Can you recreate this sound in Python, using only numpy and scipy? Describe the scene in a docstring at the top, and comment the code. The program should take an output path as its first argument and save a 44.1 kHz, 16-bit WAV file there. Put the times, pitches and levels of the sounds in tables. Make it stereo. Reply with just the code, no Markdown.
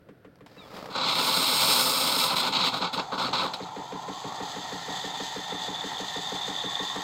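"""A small room, a stereo microphone close to an automatic coffee machine as it starts its milk frother.
A pump strokes about six times a second and rings the cabinet. A valve opens, the line spits and whistles,
then wet steam blasts from the spout and breaks into spurts. Once milk arrives, the spout gurgles and
sucks air through narrow resonances, a hollow note rises and bubbles snap, while the pump chugs on."""
import sys
import numpy as np
from scipy import signal
from scipy.fft import rfft, irfft, next_fast_len
from scipy.io import wavfile
from scipy.ndimage import uniform_filter1d, map_coordinates

SR = 44100
rng = np.random.default_rng(int(sys.argv[2]) if len(sys.argv) > 2 else 0)


def persist_wave(psi):
    """Save psi, clipped to +-1, as 16-bit WAV."""
    counts = np.round(np.clip(psi, -1, 1) * 32767).astype(np.int16)
    wavfile.write(sys.argv[1], SR, np.atleast_2d(counts).T)


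N = 310023
TIME_S = np.arange(N) / SR


# the long blast (dryness is jet hiss relative to flow): time_s, flow_db, dryness_db
STEAM_BLAST = [(.9, -45, -24), (.94, -41, -20), (.98, -32.5, -30), (1.05, -25.5, -26), (1.13, -27, -15.5),
               (1.24, -26.5, -5), (1.7, -25, -2), (1.9, -28, 1.5), (2.07, -26.5, -5), (2.25, -30, -0.5),
               (2.3, -24, -25)]
# spurts of steam and milk: start_s, length_s, roar_db, rasp_db, dryness_db
STEAM_SPURTS = [(0.953, .014, -27.5, -30, -28), (1.092, 0.019, -31.5, -24.5, -19),
                (1.678, 0.033, -27, -22.5, -3.5), (2.187, 0.021, -35, -24, -4.5),
                (2.296, 0.047, -27, -31.5, -10), (2.357, 0.05, -29, -26, -9.5),
                (2.422, 0.058, -28.5, -28, -13.5), (2.524, .1, -29.5, -25.5, -24),
                (2.637, 0.047, -29.5, -24.5, -19), (2.73, 0.053, -30.5, -31.5, -19.5),
                (2.814, 0.044, -28, -29.5, -30), (2.93, 0.024, -32.5, -31.5, -16),
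                (2.974, 0.03, -28.5, -33.5, -30), (3.12, 0.036, -30, -38.5, -20.5),
                (3.18, 0.087, -28, -30.5, -22), (3.33, 0.078, -29, -27.5, -27),
                (3.418, 0.043, -26.5, -33.5, -19.5), (3.535, 0.014, -34, -31.5, -19),
                (3.622, 0.02, -51, -43.5, -29)]

def steam_pressure():
    """Roar, rasp and hiss gains: one long blast, and spurts as the steam catches and breaks up."""
    flow_db, dryness_db = curves(STEAM_BLAST)
    low_db = np.minimum(flow_db + 2.5, -29.5)  # the roar follows the flow until the spout is full
    blasting = (TIME_S > STEAM_BLAST[0][0]) & (TIME_S < STEAM_BLAST[-1][0])
    blast = amp([low_db, flow_db, flow_db + dryness_db]) * blasting
    spurts = np.zeros_like(blast)
    for start_s, length_s, roar_db, rasp_db, dry_db in STEAM_SPURTS:
        gains = amp([[roar_db], [rasp_db], [rasp_db + dry_db]])
        add(spurts, start_s, gains * np.ones(int(length_s * SR)))
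    drive = np.maximum(blast, spurts)
    bleed_s = 0.024  # pressure builds quickly and bleeds away more slowly
    hold = np.exp(-1 / (bleed_s * SR))
    bleeding = signal.lfilter([1 - hold], [1, -hold], drive)
    return uniform_filter1d(np.maximum(drive, bleeding), size=300)


# low, middle and high resonances of the spout: pitch_hz, width_hz, level_db
ROAR_RESONANCES = [(125.6, 13, -10.5), (175, 25, -5.5), (252.5, 47, -5), (385.3, 11.7, -5.5),
                   (438.6, 7.4, -7.5), (522, 25, -3), (555.7, 14, -3.5), (648, 39, -6.5), (789, 23.6, -3),
                   (852, 53, -0.5), (905, 61, 0.5), (988.5, 53, -1), (1135, 49, -0.5), (1210, 49, -1.5),
                   (1265, 56, -0.5), (1354, 102, -5), (1489, 107, -7.5)]
RASP_RESONANCES = [(2210, 200, -11.5), (2444, 45, -9), (2552, 50, -9), (2678, 38, -10), (2755, 37, -13),
                   (2890, 204, -9), (3173, 252, -6), (3540, 277, -0.5), (3763, 254, 3.5), (3925, 260, 4.5),
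                   (4300, 290, 3), (4519, 390, -1), (4820, 210, -5), (5230, 270, -10), (6530, 300, -13),
                   (7600, 650, -14)]
JET_RESONANCES = [(4640, 150, 12.5), (5250, 260, 13.5), (6840, 290, -0.5), (6800, 63, -17),
                  (7360, 300, 1.5), (8280, 230, 10.5), (8620, 260, 8.5), (9240, 76, 6), (9880, 250, 2),
                  (10680, 250, 2.5), (11520, 190, 2.5), (12630, 350, 4), (12800, 260, -4),
                  (13400, 300, 2.5), (14300, 380, 5), (14600, 200, -3), (15100, 260, 6.5), (16000, 120, 7)]
# spectra of the steam that drives them: frequency_hz, level_db
ROAR_SPECTRUM = [(30, -15), (70, 16.5), (130, -1.5), (1480, 1.5), (1700, 1), (3000, 13), (6000, -60)]
RASP_SPECTRUM = [(800, -40), (1600, 17), (2200, 4), (5400, -2.5), (6000, -3), (8000, -8), (9500, -15),
                 (16000, -35)]
JET_SPECTRUM = [(2500, -27), (4500, 0), (5400, -1), (6200, -3), (6600, 2.5), (8600, 1.5), (9400, -0.5),
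                (12000, 3), (16000, -2.5)]

def steam():
    """Close up, steam pockets collapse in the wet spout and ring it; the dry jet hisses above."""
    def jet_colour(f):
        return np.sqrt(0.12 + np.abs(ringing(JET_RESONANCES, f)) ** 2) * spectrum(JET_SPECTRUM, f)
    roar_gain, rasp_gain, hiss_gain = steam_pressure()
    spatter = bursts(per_s=260, life_s=0.0041, share=0.45) * amp(0.47 * wobble(35.28))
    roar = turbulence(spatter, lambda f: ringing(ROAR_RESONANCES, f) * spectrum(ROAR_SPECTRUM, f))
    rough = spatter * amp(0.55 * wobble(70))
    rasp = turbulence(rough, lambda f: ringing(RASP_RESONANCES, f) * spectrum(RASP_SPECTRUM, f))
    jet = turbulence(spatter ** .5, jet_colour) * amp(0.93 * wobble(22))
    return roar_gain * roar + rasp_gain * rasp + hiss_gain * jet


# air drawn into the milk, relative to full intake: time_s, level_db
INTAKE = [(3.75, -13.5), (4.3, -5), (4.8, -1.5), (5.1, 0), (5.38, -1.6), (5.6, -.5), (7.03, 0.6)]
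# gurgling milk and sucked air, heard beside the spout: frequency_hz, level_db
GURGLE_SPECTRUM = [(60, -42), (120, -11), (170, -8.5), (330, -17), (600, -10.5), (670, -9.5), (730, -0.5),
                   (890, 2), (960, -3.5), (1050, -7), (1170, -12), (1350, -8.5), (1530, -22.5),
                   (2400, -22.5), (4000, -57)]
AIR_SPECTRUM = [(1200, -17), (2600, -6), (2980, 1), (3200, 6.5), (4100, 4), (4750, 4), (5000, -1.5),
                (5750, -8), (6450, 5), (6700, -8.5), (7020, 3.5), (7350, -9.5), (7700, 0), (8800, -25.5),
                (9700, -18), (13000, -17.5), (16000, -24)]
# strength of the nozzle's ring: time_s, level_db
NOZZLE_LEVEL = [(3.7, -56), (4.55, -50), (4.9, -44), (5.1, -37), (5.33, -45), (5.55, -37.5), (6.0, -39.5),
                (6.7, -36.5), (7.03, -39)]
# a hollow ring that grows with the foam: pitch_hz, width_hz, level_db
FOAM_RESONANCE = [(1072, 160, 0)]
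THROAT_HZ, THROAT_WIDTH_HZ, NOZZLE_HZ, NOZZLE_WIDTH_HZ = 1854, 88, 3553, 247
MILK_FULL_S, MILK_RISE_DB_PER_S, FOAM_FORMS_S, FOAM_DB_PER_S = 2.56, 150, 5.34, 10.5

def froth():
    """Milk gurgles in the frother and draws in air, which sings in its throat and nozzle."""
    intake_db, = curves(INTAKE)
    def gain(full_db, follows_intake, waver_db):
        return amp(full_db + follows_intake * intake_db + waver_db * wobble(15))
    bubbling = bursts(per_s=220, life_s=0.0053, share=0.38)
    gurgle = gain(full_db=-38.5, follows_intake=0.053, waver_db=1.3)
    gurgle = gurgle * turbulence(bubbling, lambda f: spectrum(GURGLE_SPECTRUM, f))
    air_gain = gain(full_db=-40, follows_intake=0.77, waver_db=0.84)
    sucking = bursts(per_s=450, life_s=0.011, share=0.67)
    air = air_gain * turbulence(sucking, lambda f: spectrum(AIR_SPECTRUM, f))
    throat_gain = gain(full_db=-43, follows_intake=1.34, waver_db=0.86)
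    throat = turbulence(bubbling, lambda f: ringing([(THROAT_HZ, THROAT_WIDTH_HZ, 0)], f) ** 0.99)

    nozzle_gain = amp(curves(NOZZLE_LEVEL)[0] + wobble(14))
    sputter = bursts(per_s=130, life_s=0.0054, share=0.46)
    nozzle = turbulence(sputter, lambda f: ringing([(NOZZLE_HZ, NOZZLE_WIDTH_HZ, 0)], f) ** 2)
    foam_age_s = np.maximum(TIME_S - FOAM_FORMS_S, 0)
    pan_db = -1.5 - 2.5 * foam_age_s  # the ring drifts to the right as the foam thickens
    nozzle *= amp(np.outer([.5, -.5], pan_db))
    foam_gain = amp(-59.5 + FOAM_DB_PER_S * foam_age_s)
    foam = foam_gain * turbulence(bubbling, lambda f: ringing(FOAM_RESONANCE, f) ** 2)
    milk_flow = amp(MILK_RISE_DB_PER_S * np.minimum(TIME_S - MILK_FULL_S, 0))
    return milk_flow * (gurgle + air + throat_gain * throat + nozzle_gain * nozzle + foam)


def hollow_note(loudest_s=4.1, pitch_hz=1040, octaves_per_s=0.6):
    """Narrow noise swells and fades around the rising resonance of the frother's shrinking air space."""
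    hz = pitch_hz * 2 ** (octaves_per_s * (TIME_S - loudest_s))
    flutter = wobble(130) + 1j * wobble(130)
    note = np.real(flutter * np.exp(2j * np.pi * np.cumsum(hz) / SR))
    return amp(-43) * swell(loudest_s, width_s=0.42) * unit(note)


# one stroke, a squelch and then the valves' thuds: delay_s, length_s, start_hz, end_hz, level_db
PUMP_STROKE = [(0, 0.014, 576, 360, -1.5), (0.009, 0.016, 204, 260, -1.5), (0.0236, .008, 279, 180.6, -0.5),
               (.031, .014, 480, 406, -9), (.038, 0.012, 317, 270, -7.5)]
# strength of the strokes as the line fills: time_s, level_db
PUMP_LEVEL = [(0, -40.5), (.6, -42), (1.2, -32), (3.6, -30), (7, -28)]
# resonances of the cabinet: pitch_hz, width_hz, level_db
CABINET_RESONANCES = [(173.3, 15.7, 6.5), (210, 116, 0), (275.4, 12, 4.5), (340, 35, -7), (409, 18, -19)]
FIRST_STROKE_S, STROKE_PERIOD_S = 0.0872, 0.15975
STROKE_TIMES_S = np.arange(FIRST_STROKE_S, N / SR, STROKE_PERIOD_S)

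def pump():
    """Steady strokes open with a hard knock and grow as the line fills; the cabinet rings after each."""
    t = np.arange(SR // 8) / SR
    knock_band = signal.butter(2, [700, 2000], 'band', fs=SR, output='sos')
    knock = signal.sosfilt(knock_band, rng.standard_normal(len(t)))
    stroke = amp(0.5) * knock * amp(-60 * t / 0.1)
    for delay_s, length_s, start_hz, end_hz, level_db in PUMP_STROKE:
        add(stroke, delay_s, amp(level_db) * glide(length_s, start_hz, end_hz))
    strokes = np.zeros(N)
    for start_s in STROKE_TIMES_S:
        add(strokes, start_s, amp(.5 * rng.standard_normal()) * stroke)
    return filtered(strokes * amp(curves(PUMP_LEVEL)[0]), lambda f: 1 + ringing(CABINET_RESONANCES, f))


# water and steam leaving the line: frequency_hz, level_db
PURGE_GURGLE = [(80, -17), (200, 4), (380, -4.5), (560, 3.5), (680, -3), (860, -1.5), (1300, -2.5),
                (1700, -29), (3000, -22), (6000, -50)]
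PURGE_HISS = [(700, -18), (1800, 6), (3000, 0), (4900, 2), (6000, -9), (7600, -9.5), (9500, -16.5),
              (16000, -11)]

def line_purge(opens_s=.462, ends_s=.93):
    """The valve opens and the first steam pushes water out of the line, ever harder until the blast."""
    open_for_s = np.clip(TIME_S, opens_s, ends_s) - opens_s
    puff = swell(centre_s=.768, width_s=0.063)  # a first pocket of steam escapes
    gurgle_db = -58 + 34.5 * open_for_s + 6.5 * puff
    hiss_db = -61.5 + 21.5 * open_for_s + 7.5 * puff
    valve = uniform_filter1d(1. * ((TIME_S > opens_s) & (TIME_S < ends_s)), size=200)
    spitting = bursts(per_s=180, life_s=0.0028, share=0.71)
    gurgle = amp(gurgle_db) * turbulence(spitting, lambda f: spectrum(PURGE_GURGLE, f))
    hiss = amp(hiss_db) * turbulence(spitting ** .5, lambda f: spectrum(PURGE_HISS, f))
    return valve * (gurgle + hiss)


# faint steam whistles: start_s, length_s, start_hz, end_hz, level_db
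STEAM_WHISTLES = [(.565, .035, 2680, 2620, -54), (.572, .05, 4000, 3600, -47),
                  (.592, .035, 1330, 1210, -53), (.603, .045, 2480, 2180, -52),
                  (.606, .065, 3650, 3250, -54), (.695, .035, 1380, 1200, -48)]

def whistles():
    """Brief falling tones as the steam first finds its way."""
    track = np.zeros(N)
    for start_s, length_s, start_hz, end_hz, level_db in STEAM_WHISTLES:
        add(track, start_s, amp(level_db) * glide(length_s, start_hz, end_hz))
    return track


# bubbles in the nozzle, close to the microphone: start_s, peak_db
BUBBLE_SNAPS = [(5.7474, -25), (5.7583, -25.5), (5.9698, -24), (6.4238, -23.5), (6.5635, -25),
                (6.5854, -20.5), (6.6104, -26), (6.7256, -26), (6.7535, -17.5)]

def bubble_snaps(pitch_hz=3515, length_s=0.004, pitch_spread=0.014):
    """Each bubble snaps in the nozzle with a tiny ping at nearly the same pitch."""
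    track = np.zeros(N)
    for start_s, peak_db in BUBBLE_SNAPS:
        hz = pitch_hz * (1 + pitch_spread * rng.standard_normal())
        add(track, start_s, amp(peak_db) * glide(length_s, hz, hz))
    return track


# valve and plumbing clicks: start_s, level_db, t60_s
PLUMBING_CLICKS = [(.357, -48, 0.015), (0.387, -52, 0.018), (.462, -43, 0.056), (.769, -36, 0.039),
                   (.858, -33.5, .025), (1.659, -26, 0.033), (1.69, -30, 0.028), (6.962, -29, 0.028)]
# spectra of those clicks and of the pump's ticks: frequency_hz, level_db
CLICK_SPECTRUM = [(100, -8), (700, 11.5), (2000, 1), (4000, -2), (6000, -10), (15000, -21)]
TICK_SPECTRUM = [(200, -8), (700, 9), (1800, 4), (3300, -2), (5500, -21), (7800, -11), (10000, -24),
                 (15000, -24)]

def valve_clicks(tick_db=-56, tick_t60_s=0.093):
    """The plumbing clicks now and then; the pump's valve ticks with every stroke."""
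    ticks = [(start_s, tick_db, tick_t60_s) for start_s in STROKE_TIMES_S]
    return clatter(PLUMBING_CLICKS, CLICK_SPECTRUM) + clatter(ticks, TICK_SPECTRUM)


# reflections from the counter and near walls: delay_s, left_db, right_db
REFLECTIONS = [(.0029, -20, -21), (.0068, -19, -18), (.0117, -20, -20), (.0158, -21, -22)]

def near_echoes(x):
    """Nearby surfaces add weak copies that comb the sound."""
    def comb(f):
        return 1 + sum(amp([[left_db], [right_db]]) * np.exp(-2j * np.pi * f * delay_s)
                       for delay_s, left_db, right_db in REFLECTIONS)
    return filtered(x, comb)


# decay of the small room: frequency_hz, t60_s
ROOM_DECAY = [(150, 0.11), (1000, 0.34), (10000, 0.075)]

def reverb(x):
    """The walls answer differently at each microphone; treble dies first."""
    hz, t, noise = signal.stft(rng.standard_normal((2, SR // 3)), SR, nperseg=256)
    decay = amp(-60 * t / along(ROOM_DECAY, hz)[:, None])
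    tail = signal.istft(noise * decay, SR, nperseg=256)[1]
    delayed = np.pad(x, ((0, 0), (260, 0)))
    return signal.fftconvolve(delayed, tail / np.linalg.norm(tail[0]), axes=1)[:, :N]


# the quiet room behind the machine: frequency_hz, level_db
ROOM_SPECTRUM = [(15, -33), (25, -4), (48, -4), (129, 5.5), (281, 0), (567, -3.5), (722, -11), (1170, -20),
                 (1410, -10), (2300, -21), (4870, -30), (6730, -39), (15500, -32)]

def room_tone():
    """A steady low rush that falls away below 30 Hz."""
    return turbulence(1, lambda f: spectrum(ROOM_SPECTRUM, f) * (f / np.hypot(f, 30)) ** 2)


# level between the microphone ports: frequency_hz, left_minus_right_db
MIC_BALANCE = [(60, 1.5), (200, -2), (700, -1.5), (1290, -3), (2380, 0.5), (4400, -4), (8120, -7.5),
               (15000, -1)]
# phase between them: frequency_hz, left_lead_rad
MIC_PHASE = [(1500, 0), (2200, .35), (3200, 0), (4300, .3), (5600, .35), (6600, .9), (8500, 1.9),
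             (10000, 1.5), (15800, 1.5)]

def microphone_ports(f):
    """The two ports differ in level and in phase."""
    sides = np.array([[.5], [-.5]])
    return amp(sides * along(MIC_BALANCE, f)) * np.exp(1j * sides * along(MIC_PHASE, f))


# how alike flow noise is at the left and right microphones: frequency_hz, coherence
MIC_COHERENCE = [(40, 0.7), (150, 0.99), (600, 1), (1300, 0.88), (2500, 0.41), (4200, 0.74), (6000, 0.43),
                 (8500, 0.35), (15000, 0.31)]

def turbulence(envelope, response):
    """Stereo flow noise with a mid of rms 1, driven by an envelope and coloured by a response."""
    def colour(f):
        turn = np.arccos(np.clip(along(MIC_COHERENCE, f), -1, 1)) / 2
        return response(f) * np.array([np.cos(turn), np.sin(turn)])
    mid, side = filtered(envelope * rng.standard_normal((2, N)), colour)
    return np.array([mid + side, mid - side]) / np.std(mid)


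def bursts(per_s, life_s, share, spread_db=3.3):
    """Envelope of rms 1: a steady flow plus sharp random bursts that carry a share of the power."""
    starts = np.flatnonzero(rng.random(N) < per_s / SR)
    sizes = amp(spread_db * np.minimum(rng.standard_normal(N)[starts], 2))
    hold = np.exp(-2 / (life_s * SR))
    power = signal.lfilter([1], [1, -hold], np.bincount(starts, sizes ** 2, N))
    return np.sqrt(1 - share + share * power / power.mean())


def clatter(hits, colour):
    """Short dying noise bursts of one colour."""
    envelope, t = np.zeros(N), np.arange(SR // 8) / SR
    for start_s, level_db, t60_s in hits:
        add(envelope, start_s, amp(level_db - 60 * t / t60_s))
    return np.sqrt(np.mean(envelope ** 2)) * turbulence(envelope, lambda f: spectrum(colour, f))


def ringing(modes, f):
    """Causal response of resonances, added with alternating signs."""
    return sum((-1) ** k * amp(db) * 1j * f * width / (hz * hz - f * f + 1j * f * width)
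               for k, (hz, width, db) in enumerate(modes))


def glide(length_s, start_hz, end_hz):
    """A sliding tone that swells and fades."""
    progress = np.linspace(0, 1, int(length_s * SR))
    hz = start_hz + (end_hz - start_hz) * progress
    return np.sin(np.pi * progress) * np.sin(2 * np.pi * np.cumsum(hz) / SR)


def swell(centre_s, width_s):
    """A bell curve in time, 1 at its centre."""
    return np.exp(-((TIME_S - centre_s) / width_s) ** 2)


def wobble(knots_per_s):
    """A smooth random curve."""
    knots = rng.standard_normal(int(N * knots_per_s / SR) + 4)
    return map_coordinates(knots, [TIME_S * knots_per_s], order=2)


def curves(rows):
    """One value per sample for each column after the time."""
    times_s, *columns = np.transpose(rows)
    return [np.interp(TIME_S, times_s, column) for column in columns]


def along(points, f):
    """Interpolate (frequency_hz, value) points on a log axis."""
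    hz, values = np.transpose(points)
    return np.interp(np.log(f + 1), np.log(hz + 1), values)


def spectrum(points, f):
    return amp(along(points, f))


def filtered(x, response):
    """Pass x through a complex response of frequency."""
    size = next_fast_len(N + SR // 2)
    return irfft(rfft(x, size) * response(np.fft.rfftfreq(size, 1 / SR)), size)[..., :N]


def add(track, start_s, sound):
    """Mix a short sound into a track."""
    part = track[..., max(round(start_s * SR), 0):][..., :sound.shape[-1]]
    part += sound[..., :part.shape[-1]]


def amp(db):
    return 10 ** (np.asarray(db) / 20)


def unit(x):
    return x / np.sqrt(np.mean(x ** 2) + 1e-20)


def scene():
    """The machine stands close by and a little to the right, over a quiet room tone."""
    frother = line_purge() + steam() + froth() + hollow_note()
    details = whistles() + bubble_snaps() + valve_clicks()
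    machine = amp(-1.23) * near_echoes(frother + details) + pump()
    background = amp(-56.5) * room_tone()
    return filtered(machine + amp(-13.5) * reverb(machine) + background, microphone_ports)


def record(dry, top_hz=15800):
    """The recorder keeps nothing above its band limit."""
    return filtered(dry, lambda f: f < top_hz)


dry = scene()
out = record(dry)
persist_wave(out)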